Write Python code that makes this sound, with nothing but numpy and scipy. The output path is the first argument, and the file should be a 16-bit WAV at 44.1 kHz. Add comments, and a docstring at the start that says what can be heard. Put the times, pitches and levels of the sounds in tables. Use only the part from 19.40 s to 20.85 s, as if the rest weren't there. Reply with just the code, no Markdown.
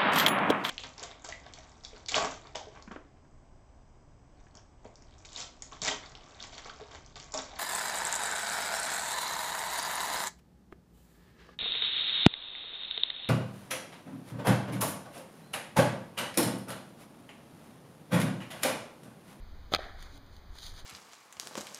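"""Knock on wood in a park

A hard object hits wood: a graze, two sharp blows 10 ms apart, a short chatter, a soft last tap. Each contact
rings the wood's modes and adds a crack; the trees throw the sound back. Someone walks through dry leaves. Under
it all, the park hisses faintly and light wind rumbles on the microphone; the recorder cuts four narrow notches
into the treble."""
import sys
import numpy as np
from scipy import signal
from scipy.fft import rfft, irfft
from scipy.io import wavfile

SR = 44100
rng = np.random.default_rng(int(sys.argv[2]) if len(sys.argv) > 2 else 0)


def digitize_waveform(pressure):
    """Quantize a signal to 16-bit integers and store it at the path in sys.argv[1].

    Rows of a 2-D input are taken as channels; values are limited to [-1, 1].
    """
    field = np.atleast_2d(pressure).T
    bounded = np.clip(field, -1, 1)
    quanta = np.round(bounded * 32767).astype(np.int16)
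    wavfile.write(sys.argv[1], SR, quanta)


N = 63945
T = np.arange(N) / SR


def from_db(db):
    """Decibels to gain."""
    return 10 ** (np.asarray(db) / 20)


def colour(x, spectrum):
    """Shape x by a spectrum of relative levels; rms 1."""
    hz, db = np.transpose(spectrum)
    bins_hz = np.maximum(np.arange(N // 2 + 1) * SR / N, 1)
    gain = from_db(np.interp(np.log(bins_hz), np.log(hz), db))
    shaped = irfft(rfft(x) * gain, N)
    return shaped / np.sqrt(np.mean(shaped ** 2))


def noise(spectrum):
    """Coloured noise, rms 1."""
    return colour(rng.standard_normal(N), spectrum)


def band(x, low_hz, high_hz):
    """Causal high-pass, then low-pass; both second order."""
    for hz, kind in (low_hz, "high"), (high_hz, "low"):
        x = signal.sosfilt(signal.butter(2, hz, kind, fs=SR, output="sos"), x + 1e-18)
    return x


def decay(start_s, t60_s):
    """Sudden onset, exponential decay."""
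    return (T >= start_s) * np.exp(-np.log(1000) * np.maximum(T - start_s, 0) / t60_s)


def delayed(x, delay_s):
    """x, later by delay_s."""
    return np.interp(T - delay_s, T, x, left=0)


def swells(rows):
    """Envelope of asymmetric Gaussian bells, summed in power."""
    power = 0
    for peak_s, rise_s, fall_s, db in rows:
        width_s = np.where(T < peak_s, rise_s, fall_s)
        bell = from_db(db) * np.exp(-0.5 * ((T - peak_s) / width_s) ** 2)
        power += bell ** 2
    return np.sqrt(power)


# Park air spectrum: f/Hz, level/dB
AIR_SPECTRUM = [(100, 8), (250, 4.5), (450, -1), (1000, -2), (2000, -6.5), (3300, -8.5), (4600, -8),
                (6500, -16), (8000, -21.5), (10000, -24.5), (14000, -25.5), (16000, -18)]

def air(level_db=-57):
    """Steady far hiss of the park."""
    return from_db(level_db) * noise(AIR_SPECTRUM)


# Gust envelope: t/s, level/dB
GUSTS = [(0.0, -51), (0.024, -47.5), (0.666, -48), (0.746, -51), (0.782, -56), (0.984, -48), (1.054, -56.5),
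         (1.106, -44.5), (1.194, -60.5), (1.324, -44), (1.396, -52.5), (1.45, -45)]
# Wind spectrum: f/Hz, level/dB
WIND_SPECTRUM = [(10, -1.5), (25, 6), (45, -2.5), (70, -3), (100, -12.5), (160, -40), (400, -56),
                 (2000, -83)]

def wind(gain_db=1):
    """Wind on the microphone: low rumble that follows the gusts."""
    gust_db = np.interp(T, *np.transpose(GUSTS))
    return from_db(gain_db + gust_db) * noise(WIND_SPECTRUM)


# Scuff swells: peak t/s, rise/s, fall/s, level/dB
SCUFFS = [(.328, 0.0074, 0.0078, -42), (.335, 0.00092, 0.0037, -36)]
# Scuff spectrum: f/Hz, level/dB
SCUFF_SPECTRUM = [(100, -14), (300, 8), (1500, 9.5), (4500, 9), (6700, 7), (8500, -3), (15000, -9)]

def graze():
    """The object scuffs along the wood before it bites."""
    return swells(SCUFFS) * noise(SCUFF_SPECTRUM)


# Contacts with the wood: t/s, gain/dB, low f/Hz, high f/Hz, relative crack level/dB
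CONTACTS = [(0.3204, -11, 95, 624, -30), (.3260, -18.5, 303, 11000, -17.5), (.3362, -0.5, 204, 457, -31),
            (.3377, 1, 430, 11100, -21), (.3398, -25, 200, 2440, -36), (.3478, -0.5, 1000, 10000, -15),
            (0.3511, -12, 115, 3040, -28), (.3588, -17.5, 1220, 4440, -6.5), (.3627, -19, 90, 10000, -14),
            (.3640, -13, 750, 980, -16), (.3908, -7, 544, 620, -37)]
# Wood modes: f/Hz, level/dB, t60/s
WOOD_MODES = [(82, -22.5, 0.051), (171, -28, 0.063), (352, -38, 0.034), (627, -18.5, 0.022),
              (747, -21.5, 0.022), (779, -59.5, 1), (1300, -18, 0.018), (1560, -35.5, 0.046),
              (2040, -43, .018), (2650, -17, 0.0096), (3250, -20.5, 0.01), (3660, -20, 0.012),
              (4200, -31, .011), (4695, -29, 0.019), (6300, -40, 0.01)]
# Splintery crack spectrum: f/Hz, level/dB
CRACK_SPECTRUM = [(150, -34), (1000, -17.5), (2000, 2), (3300, 4), (4900, -5), (6500, -11), (9000, -20),
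                  (15000, -15.5)]

def knock(crack_t60_s=0.018):
    """Each contact rings the same wood and adds a crack; each passes its own band, so some reach the high modes
    and others do not."""
    ring = sum(from_db(db) * decay(0, t60_s) * np.sin(2 * np.pi * hz * T)
               for hz, db, t60_s in WOOD_MODES)
    blows = np.zeros(N)
    for start_s, db, low_hz, high_hz, crack_db in CONTACTS:
        crack = from_db(crack_db) * decay(0, crack_t60_s) * noise(CRACK_SPECTRUM)
        blows += from_db(db) * delayed(band(ring + crack, low_hz, high_hz), start_s)
    return blows


# Trunk reflections: delay/s, gain/dB, low f/Hz, high f/Hz
ECHOES = [(0.0369, -29, 930, 8000), (.0475, -27, 79, 7000), (0.093, -23, 1100, 3000),
          (0.156, -24, 700, 1310)]

def trunk_echoes(hit):
    """Nearby trunks each return one dull copy of the hit."""
    return sum(from_db(db) * delayed(band(hit, low_hz, high_hz), delay_s)
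               for delay_s, db, low_hz, high_hz in ECHOES)


# Tree scatter spectrum: f/Hz, level/dB
SCATTER_SPECTRUM = [(120, -11), (350, 1.5), (560, 1.5), (680, 7.5), (780, 8.5), (920, -5), (1300, 3.5),
                    (1850, 3), (2600, -6.5), (3600, -3.5), (4900, -7.5), (7000, -19), (14000, -37)]

def tree_scatter(gain_db=-40, start_s=0.3738, rise_s=0.019, t60_s=0.66):
    """Diffuse return from the woods: a noise tail that builds fast and dies away."""
    build = 1 - np.exp(-np.maximum(T - start_s, 0) / rise_s)
    return from_db(gain_db) * build * decay(start_s, t60_s) * noise(SCATTER_SPECTRUM)


# Sole pressure swells: peak t/s, rise/s, fall/s, level/dB
TREADS = [(.65, 0.068, 0.054, -57.5), (.77, 0.029, 0.014, -65), (1.17, 0.025, 0.027, -62.5),
          (1.27, 0.023, 0.12, -61.5), (1.385, 0.013, 0.022, -55)]
# Sole spectrum: f/Hz, level/dB
SOLE_SPECTRUM = [(100, -14), (280, -2.5), (500, -2.5), (1500, 3.5), (2400, -0.5), (5000, -14), (15000, -34)]
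# Thud swell: peak t/s, rise/s, fall/s, level/dB
THUDS = [(.78, 0.052, 0.044, -55.5)]
# Ground spectrum: f/Hz, level/dB
GROUND_SPECTRUM = [(120, 1), (220, -9.5), (285, 9.5), (350, -31), (600, -4), (1200, -28), (5000, -54)]

def soles():
    """Soles press dully on the ground; one step adds a faint low thud."""
    press = swells(TREADS) * noise(SOLE_SPECTRUM)
    thud = swells(THUDS) * noise(GROUND_SPECTRUM)
    return press + thud


# Rustle swells: peak t/s, rise/s, fall/s, level/dB
RUSTLES = [(.615, 0.026, 0.054, -55.5), (.765, 0.042, .012, -56.5), (.955, .03, 0.033, -64),
           (1.185, 0.036, .025, -55), (1.265, 0.048, 0.039, -46), (1.395, 0.038, 0.02, -50)]
# Crushed leaf spectrum: f/Hz, level/dB
LEAF_SPECTRUM = [(300, -28), (1000, -8.5), (2200, -10.5), (3300, 1.5), (4500, 3.5), (6500, -1), (8500, -9),
                 (10200, -10.5), (12000, -19.5), (15000, -17.5)]

def leaf_rustle(crackles_per_s=7100, spread_db=4):
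    """Dry leaves crush underfoot: dense impulses of random size and sign."""
    sizes = from_db(spread_db * np.minimum(rng.exponential(1, N), 4))
    signs = rng.choice([-1, 1], N)
    fires = rng.random(N) < crackles_per_s / SR
    return swells(RUSTLES) * colour(sizes * signs * fires, LEAF_SPECTRUM)


# Leaf and twig snaps: t/s, level/dB, tick share/0-1
SNAPS = [(0.6256, -37.5, 0.84), (.7755, -46.5, 0), (.863, -55, 0.2), (.933, -58, 0), (0.966, -49, .05),
         (1.154, -48, 0.95), (1.164, -45, 0.2), (1.1858, -37.5, 0.1), (1.23, -39, 0), (1.24, -43, 0.2),
         (1.2578, -45, 0.16), (1.2653, -35, 0.1), (1.2754, -48, .05), (1.339, -45, 0.8)]
# Thin tick spectrum: f/Hz, level/dB
TICK_SPECTRUM = [(500, 6), (2000, 3), (5000, 0), (9000, -2), (15000, -16)]

def snaps(t60_s=0.018):
    """Single leaves and twigs break: short bursts, each a blend of leaf noise and tick."""
    leaf, tick = noise(LEAF_SPECTRUM), noise(TICK_SPECTRUM)
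    return sum(from_db(db) * decay(start_s, t60_s) * ((1 - share) * leaf + share * tick)
               for start_s, db, share in SNAPS)


def scene():
    """Air, wind, knock, its return from the trees and footsteps; mono."""
    background = air() + wind()
    hit = graze() + knock()
    trees = trunk_echoes(hit) + tree_scatter()
    footsteps = soles() + leaf_rustle() + snaps()
    return (background + hit + trees + footsteps)[None]


# Recorder notches: f/Hz, width/Hz
NOTCHES = [(2720, 730), (5500, 1350), (7820, 1930), (10950, 1070)]
CUTOFF_HZ = 15250

def record(dry):
    """Recorder: four treble notches against motor noise, then a steep low-pass."""
    for hz, width_hz in NOTCHES:
        dry = signal.lfilter(*signal.iirnotch(hz, hz / width_hz, fs=SR), dry)
    low_pass = signal.ellip(10, rp=0.2, rs=70, Wn=CUTOFF_HZ, fs=SR, output="sos")
    return signal.sosfilt(low_pass, dry)


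dry = scene()
out = record(dry)
digitize_waveform(out)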